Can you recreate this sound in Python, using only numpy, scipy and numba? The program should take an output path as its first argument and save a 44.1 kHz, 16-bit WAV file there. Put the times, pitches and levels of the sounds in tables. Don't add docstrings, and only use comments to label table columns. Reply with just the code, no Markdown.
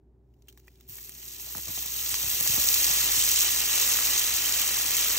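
import sys
import numpy as np
from scipy import signal
from scipy.fft import rfft, irfft, next_fast_len
from scipy.io import wavfile
from scipy.ndimage import uniform_filter1d
from numba import njit

SR = 44100
rng = np.random.default_rng(int(sys.argv[2]) if len(sys.argv) > 2 else 0)


def unload_audio(sound):
    columns = np.transpose(np.atleast_2d(sound))
    steps = np.round(np.clip(columns, -1, 1) * 32767)
    wavfile.write(sys.argv[1], SR, steps.astype(np.int16))


N = 228658
T = np.arange(N) / SR
SIZE = 2 * next_fast_len(N)
HZ = np.maximum(np.fft.rfftfreq(SIZE, 1 / SR), 1)
TOP_HZ = 15750


def undb(db):
    return 10 ** (np.asarray(db) / 20)


def unit(x):
    return x / np.sqrt(np.mean(x ** 2))


def curves(rows):
    s, *columns = np.transpose(rows)
    return [np.interp(T, s, c) for c in columns]


def spectra(rows):
    hz, *columns = np.transpose(rows)
    return [np.interp(np.log(HZ), np.log(np.sort(hz)), c) for c in columns]


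def shape(x, gain):
    return irfft(rfft(x, SIZE) * gain, SIZE)[..., :N]


def below(hz, order=4):
    return 1 / (1 + (HZ / hz) ** order)


def fade(t60):
    return np.exp(-np.log(1000) * T[:int(t60 * SR) + 2] / t60)


def ring(hz, t60, rise=0):
    decay = fade(t60)
    t = T[:len(decay)]
    return decay * np.sin(2 * np.pi * hz * t * (1 + rise * t / t60 / 2))


def burst(t60):
    decay = fade(t60)
    return decay * rng.standard_normal(len(decay))


def pulse(hz):
    a = (np.pi * (hz * T[:int(2 * SR / hz) + 1] - 1)) ** 2
    return (1 - 2 * a) * np.exp(-a)


def spatter(t60, spread_db=5, grain_s=.0012):
    noise = burst(t60)
    grain = (np.arange(len(noise)) / (grain_s * SR)).astype(int)
    chance = np.clip(rng.standard_normal(grain[-1] + 1), -2, 2)
    size_db = spread_db * (chance - .5)
    return noise * undb(np.where(grain > 0, size_db[grain], 0))


def add(out, s, sound):
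    i = max(int(s * SR), 0)
    out[i:i + len(sound)] += sound[:max(N - i, 0)]


def walk(rate_hz):
    return unit(shape(rng.standard_normal(N), below(rate_hz)))


@njit
def grains(start, hz, cycles, size):
    out = np.zeros(N)
    for k in range(len(start)):
        length = cycles[k] * SR / hz[k]
        z = size[k] + 0j
        p = np.exp(2j * np.pi * hz[k] / SR - 5.75 / length)
        for i in range(start[k], min(N, start[k] + int(length) + 1)):
            z *= p
            out[i] += z.imag
    return out


def crackle(rate, spread_db, cycles, top_db, busy):
    when, pitch, length, size, luck = rng.random((int(rate * N / SR), 5)).T
    start = (when * N).astype(np.int64)
    size_db = np.minimum(-spread_db * np.log(1 - size), top_db)
    sizes = undb(size_db) * (luck < busy[start]) / np.sqrt(busy[start])
    x = grains(start, 1200 + 15800 * pitch, cycles * (.5 + length), sizes)
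    x = x - x.mean()
    power = uniform_filter1d(np.abs(rfft(x, SIZE)) ** 2, size=6001)
    return unit(shape(x, 1 / np.sqrt(power)))


# time in seconds, level in dB.
FAN_SWELL = [(0, -59.5), (1.1, -58), (2.4, -51), (3.15, -49.5), (3.6, -51.5), (5.18, -52)]
# frequency in Hz, relative level in dB.
AIR_COLOUR = [(25, -26), (45, -2), (80, 0), (130, -2), (190, -9), (280, -5.5), (335, -9), (385, 0.5),
              (430, -12.5), (480, -19.5), (850, -22.5), (1100, -32), (1600, -37.5), (3000, -48),
              (15000, -58)]


def fan(hum_hz=59, hum_db=0, mains_hz=120, mains_db=-11, air_db=-4.0, side_db=-12):
    hum = undb(hum_db + .5 * walk(1.5)) * np.sin(2 * np.pi * hum_hz * T)
    buzz = undb(mains_db + 0.94 * walk(3.9)) * np.sin(2 * np.pi * mains_hz * T)
    colour = undb(spectra(AIR_COLOUR)[0])
    mid, side = (unit(shape(rng.standard_normal(N), colour)) for _ in range(2))
    side = shape(side, 1 - below(100))
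    air = undb(air_db) * (mid + undb(side_db) * np.array([side, -side]))
    return (np.sqrt(2) * (hum + buzz) + air) * undb(curves(FAN_SWELL)[0])


# start in seconds,
# level of the rings in dB, starting pitch of a larger and of a smaller air pocket in Hz,
# t60 of the rings in seconds, level of the snap in dB, t60 of the snap in seconds.
WET_TICKS = [(.339, -75, 2900, 5000, .02, -66, .02), (.422, -62, 7000, 12900, .005, -52, .008),
             (.473, -66, 3100, 7000, .015, -58, .012), (.4835, -49, 3100, 3270, .055, -45, .085),
             (.526, -55, 7000, 13500, .012, -48, .022), (.547, -66, 7000, 13500, .005, -56, .008),
             (.575, -55, 1100, 1710, .02, -46, .04), (.595, -60, 5500, 7000, .012, -52, .012),
             (.5995, -58, 5800, 13500, .008, -49, .01), (.673, -54, 7000, 13000, .005, -44, .006),
             (.6803, -46, 1910, 2400, .02, -47, .025), (.756, -59, 3700, 4300, .014, -54, .012),
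             (.802, -60, 7500, 13500, .006, -51, .008), (.8085, -53, 8000, 12500, .01, -44, .011),
             (.984, -45.5, 1800, 2200, .024, -46, .03)]
CREEP_S, CREEP_RISE_S, CREEP_DB, CREEP_RANGE_DB = 0.21, 0.62, -64.5, 31


def unsticking(snap_hz=1800, film_hz=1600):
    films = crackle(rate=9000, spread_db=3.2, cycles=1.5, top_db=17, busy=np.ones(N))
    speed = np.clip((T - CREEP_S) / CREEP_RISE_S, 0, 1)
    film_db = CREEP_DB - CREEP_RANGE_DB * (1 - speed) ** 2
    out = shape(films * undb(film_db), 1 - below(film_hz))
    snaps = np.zeros(N)
    for s, db, low_hz, high_hz, t60, snap_db, snap_t60 in WET_TICKS:
        add(snaps, s, undb(snap_db) * spatter(snap_t60))
        pockets = ring(low_hz, t60, rise=.15) + ring(high_hz, t60, rise=.15)
        add(out, s, undb(db) * pockets)
    return out + shape(snaps, 1 - below(snap_hz, order=2))


# start in seconds, level of the sizzle they add in dB,
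# time constant of its build-up in seconds, extra strength of the first flash of steam in dB.
OIL_BATCHES = [(0.885, -45.5, 0.055, 1.5), (1.22, -54, 0.045, 0), (1.385, -38.5, 0.23, 1.5),
               (1.68, -34.5, 0.065, -3), (1.88, -32.5, 0.085, -1), (2.2, -36, 0.072, 3),
               (2.395, -28, 0.024, -0.5), (2.6, -38, .04, -18)]
# relative steady level in dB,
# relative level of the flash in dB, time constant of the flash's fade in seconds.
BUBBLE_SIZES = [(-3, 1.8, 0.46), (-2.5, -5.5, 2.3), (-11.5, -17, 0.36)]
JUICE_SEEP_S = [0.56, 0.3, 1]
# start in seconds, hold in seconds,
# level of the fine bubbles in dB, level of the middle bubbles in dB.
MARINADE_FLARES = [(0.876, .015, -45, -60), (1.455, .04, -57, -58), (1.746, 0.027, -48, -42),
                   (1.925, 0.02, -48, -41), (2.105, .035, -45, -36), (2.455, 0.047, -42, -31.5),
                   (3.138, 0.3, -33, -27)]
FLARE_ATTACK_S, FLARE_RELEASE_S = 0.013, 0.042
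CONTACT_DB, CONTACT_S = 1.5, .024


def steam():
    power = np.zeros((len(BUBBLE_SIZES), N))
    for k, (steady_db, flash_db, flash_s) in enumerate(BUBBLE_SIZES):
        for s, db, build_s, wet_db in OIL_BATCHES:
            age = np.maximum(T - s, 0)
            contact = undb(CONTACT_DB) ** 2 * np.exp(-age / CONTACT_S)
            flash = undb(flash_db + wet_db) ** 2 * (np.exp(-age / flash_s) + contact)
            steady = undb(steady_db) ** 2 * (1 - np.exp(-age / JUICE_SEEP_S[k]))
            power[k] += undb(db) ** 2 * (1 - np.exp(-age / build_s)) * (flash + steady)
    for s, hold_s, fine_db, middle_db in MARINADE_FLARES:
        corners = s + np.cumsum([0, FLARE_ATTACK_S, hold_s, FLARE_RELEASE_S])
        flare = np.interp(T, corners, [0, 1, 1, 0])
        power[:2] += np.outer(undb([fine_db, middle_db]) ** 2, flare)
    return 10 * np.log10(power + 1e-14)


# frequency in Hz, relative level in dB.
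BUBBLE_COLOUR = [(30, -32), (100, -33), (250, -16), (700, -17), (1450, -12.5), (2200, -8), (2700, -6),
                 (4000, -3.5), (4900, -4.5), (5700, -2.5), (7900, 0), (9000, -0.2), (11700, 1.5),
                 (13800, 5), (15700, 0.5)]
# nominal pitch in Hz, relative level when struck in dB, t60 in seconds.
LOADED_PAN = [(167, -11, .076), (308, -6, .12), (485, -7, .04), (668, -6.5, .08), (835, -7, .05),
              (1160, 0, .014), (1900, -2, .016), (2620, -9, .018), (3160, -12, .02), (6368, -14, .028)]


def pan_colour(ring_db=-4):
    peaks = sum(1 / (1 + ((HZ - hz) * t60 / 2) ** 2) for hz, _, t60 in LOADED_PAN)
    return undb(spectra(BUBBLE_COLOUR)[0]) * (1 + undb(ring_db) * peaks)


def sizzle(levels, surge_db=0.96, patchy_db=0.5, fizz_db=-2.0, middle_db=0, coarse_db=1, sparse_db=-30):
    busy = np.clip(undb(levels[0] - sparse_db), .5, 1)
    fine = crackle(rate=30000, spread_db=3.55, cycles=1.2, top_db=20, busy=busy)
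    coarse = crackle(rate=36000, spread_db=2.4, cycles=1.2, top_db=13, busy=busy)
    colour = pan_colour() * (HZ < TOP_HZ)
    under_fizz, under_middle = below(9140, order=12), below(3144, order=10)
    sizes = [(fine, 1 - under_fizz, fizz_db),
             (fine, np.sqrt(1 - under_middle) * under_fizz, middle_db),
             (coarse, np.sqrt(under_middle), coarse_db)]
    out = np.zeros(N)
    for (x, band, db), level in zip(sizes, levels):
        bubbles = unit(shape(x, colour * band))
        out += bubbles * undb(level + db + patchy_db * walk(18))
    return out * undb(surge_db * walk(3.7))


def pan_ring(blow_hz, octaves, detune=.025, uneven_db=3):
    out = np.zeros(SR // 2)
    chances = rng.uniform(-1.1, 1, (len(LOADED_PAN), 3))
    for (hz, db, t60), (shift, size, side) in zip(LOADED_PAN, chances):
        reach = np.exp(-.5 * (np.log2(hz / blow_hz) / octaves) ** 2)
        gain = np.sign(side) * reach * undb(db + uneven_db * size)
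        add(out, 0, gain * ring(hz * (1 + detune * shift), t60))
    return out


# start in seconds, level of the thud in dB, pitch of the thud in Hz,
# base level of the wet slap in dB, which the splash and the pan ring are set against.
PAN_LANDINGS = [(.885, -43, 85, -66), (.915, -48, 85, -66), (1.55, -41, 135, -39), (1.572, -43, 150, -45),
                (1.581, -46, 120, -41), (1.672, -50, 130, -46), (1.682, -38.5, 100, -42),
                (1.699, -44, 170, -48), (1.778, -45, 95, -45), (1.855, -50, 150, -44.5),
                (2.234, -39, 84.5, -41), (2.264, -40, 90, -44.5), (2.333, -44, 110, -42),
                (2.408, -39.5, 232, -37), (2.4912, -31.5, 105, -48), (2.531, -36.5, 95, -41),
                (2.578, -37, 150, -30.5), (2.597, -41, 230, -39), (2.899, -41, 110, -39),
                (3.17, -40, 95, -41)]


def landings(rock_hz=72, rock_t60=.09, rock_db=-12, pan_db=-3.0, splash_db=2, splash_t60=0.072,
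             splash_hz=1700, flop_db=5.0, flop_t60=0.13, flop_hz=190):
    out, splash, flop = np.zeros((3, N))
    for s, thud_db, thud_hz, slap_db in PAN_LANDINGS:
        peak_s = s + 1 / thud_hz
        add(out, s, undb(thud_db) * pulse(thud_hz))
        add(out, peak_s, -undb(thud_db + rock_db) * ring(rock_hz, rock_t60))
        add(flop, peak_s, undb(thud_db + flop_db) * burst(flop_t60))
        add(splash, s, undb(slap_db + splash_db) * spatter(splash_t60))
        add(out, s, undb(slap_db + pan_db) * pan_ring(blow_hz=597, octaves=2.8))
    return out + shape(splash, below(splash_hz)) + shape(flop, below(flop_hz))


# time in seconds, base level in dB, pitch of the ringing bubble in Hz,
# t60 of the spray in seconds.
LOUD_SPITS = [(.8905, -26, 12000, .006), (.8965, -23, 11500, .006), (.9835, -25.5, 12500, .004),
              (1.0297, -23, 11000, .004), (1.0943, -18.5, 10000, .004), (1.2551, -25.5, 6700, .004),
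              (1.2809, -18.5, 12300, .008), (1.2858, -22.5, 8300, .006), (1.3834, -24, 9200, .004),
              (1.3983, -23, 5600, .008), (1.5707, -14.5, 11800, .005), (1.5818, -15.5, 7700, .005),
              (1.7524, -13.5, 11400, .004), (1.8605, -14, 8700, .004), (1.9381, -14, 12800, .005),
              (1.9623, -14, 9800, .003), (2.1429, -6, 5700, .004), (2.1975, -9, 13000, .005),
              (2.2304, -10, 10600, .004), (2.2452, -9, 7700, .004), (2.2844, -11, 11800, .003),
              (2.4042, -9, 9800, .004), (2.409, -2.5, 10200, .004), (2.4272, -7, 11800, .003),
              (2.4751, -5, 6400, .006), (2.5398, -3.5, 11000, .004), (2.6147, -3.5, 10200, .005),
              (2.6873, -.5, 5400, .016), (2.6884, -3, 6200, .014), (2.7421, -1.5, 6300, .018),
              (2.7432, -4, 5800, .016), (2.7466, -7, 9000, .012), (2.845, -4, 6800, .004),
              (2.9676, -7, 11000, .003), (3.2397, -5.5, 11000, .004), (3.2494, -4.5, 8700, .004),
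              (3.265, -6, 11000, .004), (3.3163, -.7, 7400, .005), (3.39, -4, 8700, .004),
              (3.4079, -2, 6700, .005), (3.6045, -7.5, 6700, .004), (3.7578, -6.5, 8000, .004),
              (3.7989, -4, 7200, .005), (3.8139, -6.5, 6900, .004), (4.1796, -7, 6500, .006),
              (4.1952, -3.5, 6300, .011), (4.8183, -8.5, 11000, .003), (4.9082, -7, 9200, .003),
              (4.9685, -3.5, 9200, .005)]


def spits(sizzle_db, crack_db=-2, crack_ratio=1.25, bubble_t60=.0015, spray_db=-13, stray_db=13,
          stray_spread_db=2.6, stray_top_db=7, stray_hz=10000, stray_t60=.003, count=260):
    out = np.zeros(N)
    strays = []
    for when, size, pitch in rng.random((count, 3)):
        extra_db = min(-stray_spread_db * np.log(1 - size), stray_top_db)
        db = sizzle_db[int(when * N)] + stray_db + extra_db
        hz = stray_hz * 2 ** (1.2 * (pitch - .5))
        strays.append((when * T[-1], db, hz, stray_t60))
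    for s, db, hz, t60 in LOUD_SPITS + strays:
        add(out, s - 1 / hz, undb(db + crack_db) * pulse(crack_ratio * hz))
        add(out, s, undb(db) * ring(hz, bubble_t60))
        add(out, s, undb(db + spray_db) * burst(t60))
    return shape(out, 1 - below(3200))


# start in seconds, level of the push in dB,
# pitch of the push in Hz, level of the pan's ring in dB.
STEAM_POPS = [(1.0942, -39, 2100, -54), (1.2298, -38, 2300, -49), (1.3982, -40, 1900, -44),
              (1.471, -50, 1050, -45), (1.5052, -47, 1900, -50), (1.5494, -33, 1200, -46),
              (1.7735, -41, 1300, -39), (2.1422, -21.5, 1650, -36), (2.4635, -28, 1200, -42),
              (3.9884, -18, 1800, -34)]


def pops():
    out = np.zeros(N)
    for s, db, hz, ring_db in STEAM_POPS:
        add(out, s, undb(db) * pulse(hz))
        add(out, s + 1 / hz, undb(ring_db) * pan_ring(hz, octaves=.7))
    return out


def scatter(x, longest_s, change_hz, count=16):
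    lags = (longest_s * SR * (np.arange(count) + 1 + rng.random(count)) / count).astype(int)
    knots = np.arange(0, T[-1] + 1 / change_hz, 1 / change_hz)
    weights = np.array([np.interp(T, knots, rng.standard_normal(len(knots))) for _ in lags])
    weights = weights / np.linalg.norm(weights, axis=0)
    return sum(w * np.pad(x, (lag, 0))[:N] for w, lag in zip(weights, lags))


# frequency in Hz, left minus right phase in radians,
# base diffuse share in dB, left minus right level in dB.
STEREO_SPREAD = [(100, 0, -26, 0), (300, -.15, -12, 0), (700, -.4, -7, -3), (1050, 0, -6, -4),
                 (1400, .1, -14, -1), (2200, 0, -14, 0), (3000, -1.3, -1.5, -4), (3900, -4.6, -2, -.5),
                 (4800, -3.4, -3, 0), (5400, -6.28, -8, 0), (6200, -5.7, -8, 0), (8200, -4.1, -8, 0),
                 (9200, -3.17, -31, 0), (11000, -3.11, -31, 0), (12000, -2.1, -7, 0), (13600, -.9, -7, 0),
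                 (14600, 0, -18, 0)]


def spread_stereo(x, diffuse_db, longest_s=.004):
    phase, share_db, balance_db = spectra(STEREO_SPREAD)
    share = np.minimum(undb(share_db + diffuse_db), 1)
    out = []
    for sign in (1, -1):
        side = undb(sign * balance_db / 2)
        focused = shape(x, side * np.sqrt(1 - share ** 2) * np.exp(.5j * sign * phase))
        echoes = scatter(x, longest_s, change_hz=500)
        out.append(focused + shape(echoes, side * share))
    return np.array(out)


def scene():
    levels = steam()
    in_pan = spread_stereo(sizzle(levels) + pops() + unsticking() + landings(), diffuse_db=0)
    in_open = spread_stereo(spits(levels[1]), diffuse_db=-3)
    return in_pan + in_open + fan()


def record(dry):
    dry = signal.sosfilt(signal.butter(3, 40, "high", fs=SR, output="sos"), dry)
    return signal.sosfilt(signal.ellip(12, .1, 80, TOP_HZ, fs=SR, output="sos"), dry)


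dry = scene()
out = record(dry)
unload_audio(out)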